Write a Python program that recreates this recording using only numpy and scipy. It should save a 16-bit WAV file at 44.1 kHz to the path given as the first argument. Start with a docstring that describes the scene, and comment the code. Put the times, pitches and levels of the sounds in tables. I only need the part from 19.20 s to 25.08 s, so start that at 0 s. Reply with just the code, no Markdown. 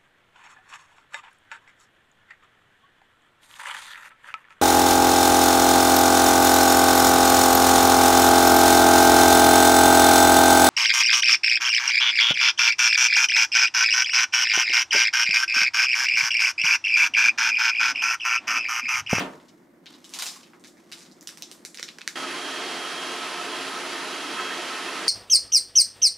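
"""A kitchen: a freezer door has just thudded shut and its ring dies away over a fridge hum.
A plastic wrapper snaps and rustles in a hand: gritty bursts through resonances, over dense filtered crinkles.
Its packet knocks on the table as the snaps grow, and hard surfaces and a diffuse room answer them.
Then the scene switches at once to a robot vacuum already running: coloured noise for the air rush,
narrow noise bands for the ringing shell, sines for the fan whine, tones and rough bands for the brush."""
import sys
import numpy as np
from scipy import signal
from scipy.fft import rfft, irfft, next_fast_len
from scipy.io import wavfile

SR = 44100
rng = np.random.default_rng(int(sys.argv[2]) if len(sys.argv) > 2 else 0)


def inscribe(sig):
    """Save sig as 16-bit PCM at rate SR to the path in sys.argv[1].

    A 1-D sig is mono; a 2-D sig holds one channel per row.
    Samples are clipped to [-1, 1] before scaling.
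    """
    pcm = np.round(np.clip(np.atleast_2d(sig).T, -1, 1) * 32767)
    wavfile.write(sys.argv[1], SR, pcm.astype(np.int16))


N = 259308

# how alike left and right are over pitch in the kitchen: pitch_hz, likeness (0 to 1)
KITCHEN_LIKENESS = [(40, 0.91), (80, 0.76), (240, 1), (950, 0.46), (3770, 0.39), (15000, 1)]
# how alike left and right are over pitch for the vacuum: pitch_hz, likeness (0 to 1)
VACUUM_LIKENESS = [(40, .97), (80, 0.63), (150, 0.96), (380, 0.99), (950, 0.9), (2380, 0.96), (5980, 0.75),
                   (9000, 0.2), (11500, 0.95), (13000, 1)]
# stereo lean of the vacuum over pitch: pitch_hz, left_over_right_db
VACUUM_SIDE = [(60, -0.5), (240, -0.5), (950, -2), (3770, -2), (15000, -1)]


def from_db(db):
    """Decibels to gain."""
    return 10 ** (np.asarray(db) / 20)


def rms_one(x):
    """Scale to unit rms."""
    return x / np.sqrt(np.mean(x ** 2) + 1e-20)


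def in_time(rows):
    """Columns of a curve table (seconds first) at every sample."""
    s, *columns = np.transpose(rows)
    return [np.interp(np.arange(N) / SR, s, column) for column in columns]


def at_hz(points, hz):
    """A table over pitch read on a log-frequency axis."""
    table_hz, values = np.array(points).T
    return np.interp(np.log(hz), np.log(table_hz), values)


def pan(x, db):
    """Left louder than right by db."""
    return np.array([x * from_db(db / 2), x * from_db(-db / 2)])


def drift(corner_hz):
    """Slow random wander of spread 1: noise through two equal poles, at one value per 40 samples."""
    pole = np.exp(-80 * np.pi * corner_hz / SR)
    noise = rng.standard_normal(N // 40 + 2002)
    slow = signal.lfilter([1], [1, -2 * pole, pole * pole], noise)[2000:]   # skip the settling
    return np.interp(np.arange(N) / 40, np.arange(len(slow)), rms_one(slow))


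def widen(mid, side, alike):
    """Mid and side to a left-right pair, from independent (0) to identical (1)."""
    return np.sqrt(1 + alike) * mid + np.sqrt(1 - alike) * side * np.array([[1], [-1]])


def colour(x, spectrum, likeness, balance=((100, 0), (1000, 0))):
    """Mid and side signals to a coloured stereo pair, alike in each band as the table says; rms 1."""
    size = next_fast_len(x.shape[1])
    hz = np.maximum(np.arange(size // 2 + 1) * SR / size, 1)
    mid, side = rfft(x, size) * from_db(at_hz(spectrum, hz))
    pair = widen(mid, side, np.clip(at_hz(likeness, hz), 0, 1))
    return rms_one(irfft(pair * pan(1, at_hz(balance, hz)), size)[:, :x.shape[1]])


def dying(x, t60s):
    """Overlapping octave slices of x, each fading with its own decay time, summed."""
    length = x.shape[1]
    out, t = 0, np.arange(length) / SR
    spectrum = rfft(x)
    octave = np.log2(np.maximum(np.arange(length // 2 + 1) * SR / length, 1))
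    for k in range(4, 15):   # 16 Hz to 16 kHz
        share = np.clip(1 - np.abs(octave - k), 0, 1)
        out = out + irfft(spectrum * share, length) * from_db(-60 * t / at_hz(t60s, 2.0 ** k))
    return out


def whistle(hz, width_hz):
    """Noise twice through a narrow resonance of that width, as the vacuum's stereo pair; rms 1 before the lean."""
    pole = np.exp(-np.pi * width_hz / SR)
    a = [1, -2 * pole * np.cos(2 * np.pi * hz / SR), pole * pole]
    once = signal.lfilter([1, 0, -1], a, rng.standard_normal((2, N)))
    mid, side = signal.lfilter([1, 0, -1], a, once)
    pair = widen(mid, side, np.clip(at_hz(VACUUM_LIKENESS, hz), 0, 1))
    return rms_one(pair) * pan(1.0, at_hz(VACUUM_SIDE, hz))[:, None]


def snaps(edge_db):
    """A crease builds up and pops over: a gritty burst in a broad resonance, jolting the packet.
    Returns direct sound and room feed."""
    # wrapper snaps: start_s, peak_db, pitch_hz, width_octaves (at least .6), thump_db (packet against crease),
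    # build_ms (at least .2 for the swell)
    snap_list = [(.134, -42, 2600, 1.5, -2, 2.2), (0.199, -48, 2550, 1.3, -14, 1.4),
                 (.279, -47, 3800, 1.6, -20, 8.5), (.658, -35, 2900, 1.4, -32, 1.0),
                 (0.6622, -33, 3150, 0.84, -10, 4.6), (.734, -43, 3640, 0.73, -8, 5.6),
                 (0.843, -30, 3860, 1.6, -29, 1.08), (0.8493, -32.5, 4800, 1.7, -26, 0.54),
                 (0.8927, -31, 6200, 1.7, -31, .8), (0.9372, -19, 3830, 1.5, -43, 0.94),
                 (0.9416, -22, 5500, 1.7, -30, 0.97), (0.948, -26, 4500, 1.7, -17, 1.0),
                 (0.9874, -19, 4640, 1.9, -10, 2.2), (.9945, -31, 4500, 1.8, -19, 5.7),
                 (.9994, -16.5, 3460, 1.2, -29, 0.51), (1.0175, -32, 4900, 1.1, -25, 1.3),
                 (1.0213, -16, 3230, 3.3, -32, 1.8), (1.027, -22, 4460, 1.7, -20, 0.9),
                 (1.0584, -19, 4000, 2.1, -27, .8), (1.0637, -23.5, 4470, 1.5, -15, 2.7),
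                 (1.0799, -25.5, 4930, 0.57, -14, 1.1), (1.0858, -26, 5500, 1, -23, 1.5),
                 (1.092, -28, 5000, 1.2, -23, 1), (1.231, -41, 3480, 1.2, -16, 2),
                 (1.2616, -49, 2850, 0.74, -16, 2.1), (1.3332, -39.5, 1270, 0.92, -31, 1.54),
                 (1.396, -47, 7260, 0.76, -21, 1.2), (1.439, -32, 3200, 2.2, -10, 0.8),
                 (1.4455, -36, 3000, 2, -6, 0.8), (1.471, -34, 5230, 1.6, -30, .9),
                 (1.5701, -44.5, 3970, 1.6, 4, 0.84), (1.7164, -29, 5570, 1.5, -5, 0.81),
                 (1.722, -23.5, 3450, 1.4, -12, 0.97), (1.7828, -34.5, 6360, 0.91, -25, 0.92),
                 (1.806, -37, 5580, 1.2, -3, 0.64), (1.8206, -37, 5560, 0.74, -16, .6),
                 (1.852, -38, 3300, 1.22, -17, 0.58), (1.914, -40, 4970, 0.74, -26, 0.55),
                 (1.92, -44, 6500, .85, -23, .6), (2.0098, -33, 6200, 0.7, -22, 0.365),
                 (2.026, -41, 5300, 3.1, -5, 1.4), (2.0726, -20, 5200, 1.46, -16.5, 0.94),
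                 (2.09, -27.5, 4730, 0.83, -2, 0.82), (2.173, -28.5, 4400, 2.4, -30, .8),
                 (2.2224, -18.5, 4570, 1.07, -44, .7), (2.314, -22.5, 4500, 2.2, -22, 0.61),
                 (2.45, -17, 6000, 1.03, -8, 0.7), (2.5448, -27, 4000, 2, -8, 0.7),
                 (2.5494, -29, 2290, 3.6, -26, 0.92), (2.573, -25.5, 4550, 0.72, -8, 0.67),
                 (2.5857, -28, 6620, 0.85, 6, .6), (2.594, -26, 2400, 1, 1, 1.03),
                 (2.5966, -21, 3770, 1.7, -8, 0.48), (2.6277, -17, 4640, 1.1, -6, 0.75),
                 (2.678, -33, 3000, 1, -29, 5.9), (2.687, -25, 2870, 1.64, -37, 1.37),
                 (2.7844, -27, 2800, 2.5, -5, 1.4), (2.8085, -31, 2400, 0.92, -12, 1.8),
                 (2.8153, -26.5, 2750, 1.35, -25, 0.87), (2.823, -38, 3000, 1.1, -25, 0.52),
                 (2.8766, -8.5, 3400, 2.0, -5, 0.45)]
    click_ms = 0.8   # snaps that build up slower than this lose their click
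    grit = 0.15      # noise around each click, against the click
    direct, feed = np.zeros((2, N))
    ms = np.arange(1800) / SR * 1000
    packet = signal.butter(2, [1540, 2490], "band", fs=SR, output="sos")
    crack = signal.butter(2, 8660, "high", fs=SR, output="sos")
    noises = rng.standard_normal((len(snap_list), len(ms)))
    for (s, db, hz, octaves, thump_db, build_ms), noise in zip(snap_list, noises):
        edges_hz = np.clip(hz * 2 ** (np.array([-.5, .5]) * max(octaves, .6)), 100, .45 * SR)
        crease = signal.butter(2, edges_hz, "band", fs=SR, output="sos")

        def resonate(x):
            """Crease and packet ring together."""
            thump = from_db(thump_db) * rms_one(signal.sosfilt(packet, x))
            return rms_one(signal.sosfilt(crease, x)) + thump

        grown = ms / max(build_ms, .2)
        swell = grown * np.exp(1 - grown)   # rises to 1 when the build-up is over, then sinks
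        click = 1. * (np.arange(len(ms)) == np.argmax(grown >= 1))
        click_share = min(click_ms / build_ms, 1)
        pop = resonate(click_share * click + grit * noise * swell ** 1.5)
        pop *= from_db(db) / np.abs(pop).max()
        edge = signal.sosfilt(crack, click + grit * noise * swell ** 4)

        at = round(s * SR)
        edge_gain = click_share * from_db(db + edge_db[at])
        direct[at:at + len(ms)] += pop + edge_gain * edge / np.abs(edge).max()
        # all directions together carry a smoother spectrum than the direct path
        feed[at:at + len(ms)] += rms_one(resonate(click)) * np.std(pop) + .5 * pop
    return direct, feed


def rustle():
    """Dense uneven crinkles of the film: random impulses whose density wanders, so they come in clumps."""
    # wrapper rustle: time_s, level_db
    rustle_level = [(0, -54), (0.61, -86), (0.71, -54.5), (0.84, -63), (0.89, -59), (0.94, -50),
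                    (0.98, -38.5), (1.03, -39), (1.09, -42), (1.24, -60.5), (1.5, -74), (1.8, -54),
                    (1.94, -67.5), (2.18, -55), (2.55, -70), (2.79, -58), (2.95, -60)]
    # colour of the wrapper film: pitch_hz, level_db (per Hz, relative)
    film_spectrum = [(240, -37.5), (400, 0), (620, 0.5), (1070, 12), (1560, 3.5), (2180, 5), (6240, 3.5),
                     (12700, -9), (16000, -19)]
    crinkles_per_s = 2000   # before the clumping
    sizes = from_db(3.5 * np.minimum(rng.exponential(1, (2, N)), 3)) * rng.choice([-1, 1], (2, N))
    born = rng.random((2, N)) < crinkles_per_s * from_db(4.5 * drift(30)) / SR
    grains = rms_one(sizes * born) + 0.1 * rng.standard_normal((2, N))
    film = colour(grains, film_spectrum, [(1000, 0.82), (8000, 1.0)], [(1000, -1), (8000, -1)])
    return from_db(in_time(rustle_level)[0]) * film


def knocks():
    """The packet touches the table: a short dull push into the table top."""
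    # knocks: start_s, peak_db
    knock_list = [(2.224, -47), (2.315, -46), (2.4497, -43), (2.595, -39), (2.6295, -44), (2.787, -44),
                  (2.877, -47)]
    out, ms = np.zeros(N), np.arange(1200) / SR * 1000
    table = signal.butter(2, [280, 620], "band", fs=SR, output="sos")
    for (s, db), noise in zip(knock_list, rng.standard_normal((len(knock_list), len(ms)))):
        push = (ms == 0) + 0.31 * noise * np.exp(-ms / 4)   # a click and 4 ms of fading noise
        knock = signal.sosfilt(table, push)
        at = round(s * SR)
        out[at:at + len(ms)] += from_db(db) * knock / np.abs(knock).max()
    return out


def echoes(x):
    """Table and fridge door throw each snap back a few times."""
    # echoes, one list for left and one for right: delay_ms, level_db
    echo_taps = [
        [(2.1, -14), (6.3, -12), (16.5, -14)],
        [(2.6, -15), (6.0, -13), (18.2, -14)],
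    ]
    out = np.zeros((2, N))
    for side, taps in zip(out, echo_taps):
        for delay_ms, db in taps:
            lag = round(delay_ms * SR / 1000)
            side[lag:] += from_db(db) * x[:-lag]
    return out


def room(x, alike):
    """Diffuse tail of unit energy: noise that dies at its own pace in each octave after the first echo."""
    # decay of the kitchen: pitch_hz, t60_s (before the early lift)
    room_decay = [(500, 0.78), (2000, 0.23), (6000, 0.43), (14000, 0.41)]
    early_db, early_s, first_echo_s = 8, .03, .005   # near walls lift the start of the tail
    mid, side = rng.standard_normal((2, SR // 2))
    tail = dying(widen(mid, side, alike), room_decay)
    tail = tail * from_db(early_db * np.exp(-np.arange(SR // 2) / SR / early_s))
    tail = tail / np.sqrt(np.sum(tail ** 2) / 2)
    tail = np.pad(tail, ((0, 0), (round(first_echo_s * SR), 0)))
    return signal.fftconvolve(x[None], tail, axes=1)[:, :N]


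def door():
    """What is left of the thud rings on in the door and dies away in the kitchen: fading noise and sines."""
    # colour of the thud: pitch_hz, level_db (per Hz, relative)
    thud_spectrum = [(35, -52.5), (60, -22), (108, -26), (180, -8.5), (244, -5), (363, -2.5), (666, -6.5),
                     (1550, -6), (1660, -9), (2770, -6), (14600, -42), (16000, -86.5)]
    # decay of the thud: pitch_hz, t60_s
    thud_decay = [(100, 1), (300, 0.42), (1000, 0.5), (3000, 0.16), (10000, 0.36)]
    # door and shelves ring: pitch_hz, peak_db (before the soft onset), t60_s
    ring_modes = [(154.5, -39.5, 0.41), (187.7, -30, 0.24), (263, -36, 0.42), (291, -37, 0.4),
                  (370, -38, 0.4), (461, -40, 0.48), (544, -39, 0.4), (614, -36.5, 0.45), (700, -40, 0.42),
                  (930, -39.5, 0.49), (1244, -42, 0.27), (1794, -35, 0.27), (2370, -43, 0.17)]
    t = np.arange(SR) / SR
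    noise = colour(rng.standard_normal((2, SR)), thud_spectrum, KITCHEN_LIKENESS)
    thud = from_db(-26.5) * dying(noise, thud_decay)
    ring = sum(from_db(db - 60 * t / t60) * rng.choice([-1, 1]) * np.sin(2 * np.pi * hz * t)
               for hz, db, t60 in ring_modes)
    ring = ring * (1 - np.exp(-t / .004))   # soft onset
    return np.pad(thud + ring, ((0, 0), (0, N - SR)))


def fridge_hum():
    """Fridge and room tone: coloured noise of gently wandering level."""
    # colour of the hum: pitch_hz, level_db (per Hz, relative)
    hum_spectrum = [(25, -30), (60, -32), (90, -18.5), (130, -19.5), (161, -4), (293, -2), (340, 0.5),
                    (410, -10.5), (550, -11.5), (1000, -18.5), (2150, -21), (2500, -32), (6000, -36.5),
                    (16000, -41)]
    noise = rng.standard_normal((2, N))
    hum = colour(noise, hum_spectrum, KITCHEN_LIKENESS, [(100, -.6), (1000, -.6)])
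    return from_db(-55 + 1.2 * drift(25.0)) * hum


def kitchen():
    """Wrapper and table in the moving hand, their room, the door and the fridge hum."""
    # the hand comes nearer and to the right:
    # time_s, left_over_right_db, room_db (gain into the room), edge_db (bright edge against each snap's peak)
    hand_path = [(0, 3, -4.5, -4), (1.8, -1.5, 1.5, -8), (2.1, -3.5, -4.5, 1.5), (2.5, -3, -4, -6),
                 (2.9, -2, -10, -18)]
    side_db, room_db, edge_db = in_time(hand_path)
    direct, feed = snaps(edge_db)
    feed = feed * from_db(room_db)
    in_hand = pan(direct + knocks(), side_db)
    return in_hand + echoes(feed) + room(feed, alike=.8) + rustle() + door() + fridge_hum()


def rippled(x):
    """Standing waves of the room make the air rush uneven: a fixed random gain over pitch."""
    ripple_db, spacing_hz = 1.1, 18
    knots_hz = np.arange(0, SR / 2 + spacing_hz, spacing_hz)
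    hz = np.arange(N // 2 + 1) * SR / N
    gain_db = ripple_db * np.interp(hz, knots_hz, rng.standard_normal(len(knots_hz)))
    return irfft(rfft(x) * from_db(gain_db), N)


def air_rush():
    """Air rushing through the shell: coloured noise of slightly unsteady level."""
    # colour of the air: pitch_hz, level_db (per Hz, relative)
    air_spectrum = [(25, -47), (60, -42), (80, -35.5), (130, -27), (160, -13.5), (260, -8.5), (480, -8.5),
                    (700, -6.5), (1200, -4.5), (2160, -7), (3160, -8), (3430, -10), (4500, -10),
                    (8600, -20.5), (16000, -44)]
    air = colour(rng.standard_normal((2, N)), air_spectrum, VACUUM_LIKENESS, VACUUM_SIDE)
    return rippled(air) * from_db(-33.5 + .5 * drift(18))


def shell():
    """Shell and floor resonances excited by the air: narrow noise bands of wandering level."""
    # resonances: pitch_hz, width_hz (of one filter pass), level_db (mean)
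    shell_modes = [(354, 72, -45), (300, 17, -53), (435.8, 26.5, -51.5), (456.8, 6.5, -53.5),
                   (629, 24, -50.5), (699, 11, -54.5), (717, 11, -52.5), (861, 22, -61), (915, 8.7, -55),
                   (1162, 19, -71.5), (2920, 450, -47.5), (10110, 1150, -52)]
    return sum(from_db(db + 0.66 * drift(2.0)) * whistle(hz, width_hz) for hz, width_hz, db in shell_modes)


def fan():
    """One tone per shaft turn, one per blade passage and its octave."""
    # fan whine, wavering in pitch and level: time_s, blade_hz (before a small random wander), level_db
    whine_curve = [(2.96, 3226, -40), (3.08, 3228, -44), (3.14, 3240, -52), (3.19, 3243, -42.5),
                   (3.73, 3237, -44), (3.78, 3237, -40), (4.25, 3243, -52), (4.34, 3253, -42),
                   (4.55, 3247, -52), (4.88, 3239, -54), (4.94, 3240, -44), (5.11, 3241, -45),
                   (5.28, 3247, -39.5), (5.54, 3245, -52), (5.68, 3246, -46), (5.74, 3248, -56),
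                   (5.88, 3250, -47)]
    blade_count = 12
    blade_hz, blade_db = in_time(whine_curve)
    turn = 2 * np.pi * np.cumsum(blade_hz + 2.5 * drift(20)) / SR / blade_count
    shaft = from_db(-50.5 + 2.2 * drift(4)) * np.sin(turn)
    blades = np.sin(blade_count * turn) + from_db(-16) * np.sin(2 * blade_count * turn)
    return np.sqrt(2) * (pan(shaft, -0.55) + pan(blades * from_db(blade_db), -3.2))


def brush_load():
    """The brush catches on the floor: each catch loads it at once, holds, and lets go."""
    # catches: start_s, hold_s, load_db (motor and bristles each follow it by their own share)
    catch_list = [(2.95, .05, 3), (3.09, .03, 4), (5.05, .02, 2), (5.168, .04, 10), (5.215, .08, 7.5),
                  (5.303, .03, 9), (5.425, .02, 3), (5.54, .04, 5), (5.66, .03, 5)]
    attack_s, release_s = .003, .006
    load_db = np.zeros(N)
    for s, hold_s, db in catch_list:
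        full_s = s + attack_s
        free_s = full_s + hold_s
        load_db += db * in_time([(s, 0), (full_s, 1), (free_s, 1), (free_s + release_s, 0)])[0]
    return load_db


def brush():
    """Motor orders, each a thin tone in a rough band, and bristle scrub swell as the brush meets resistance."""
    # brush motor orders, levels without load or flicker:
    # multiple (of the turning rate), band_db, width_hz (of one filter pass), tone_db
    motor_orders = [(4, -51, 40, -55), (5, -44, 80, -58), (6, -52, 90, -64), (7, -49.5, 80, -59),
                    (8, -65, 15, -59), (10, -50, 110, -64)]
    brush_hz = 259.6
    load_db = brush_load()
    turn = 2 * np.pi * np.cumsum(brush_hz + .6 * drift(3)) / SR
    orders = 0
    for k, db, width_hz, tone_db in motor_orders:
        band = from_db(db) * whistle(k * brush_hz, width_hz)
        tone = np.sqrt(2) * from_db(tone_db) * np.sin(k * turn)
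        flicker = from_db(1.6 * drift(18))   # each order flickers on its own
        orders = orders + flicker * (band + pan(tone, at_hz(VACUUM_SIDE, k * brush_hz)))
    scrub = whistle(1650, 600) * from_db(-52 + 1.5 * load_db)   # bristles
    return orders * from_db(.7 * load_db) + scrub


def vacuum():
    """Air rush, ringing shell, fan and brush."""
    return air_rush() + shell() + fan() + brush()


def scene():
    """The kitchen gives way to the vacuum in a few milliseconds."""
    switch_s, fade_s = 2.9545, 0.003
    over = np.clip((np.arange(N) / SR - switch_s) / fade_s, 0, 1)
    return kitchen() * (1 - over) + vacuum() * over


def record(dry):
    """The top is cut: a steep low-pass, 70 dB down from 16.5 kHz."""
    return signal.sosfilt(signal.cheby2(14, 70, 16500, fs=SR, output="sos"), dry)


dry = scene()
out = record(dry)
inscribe(out)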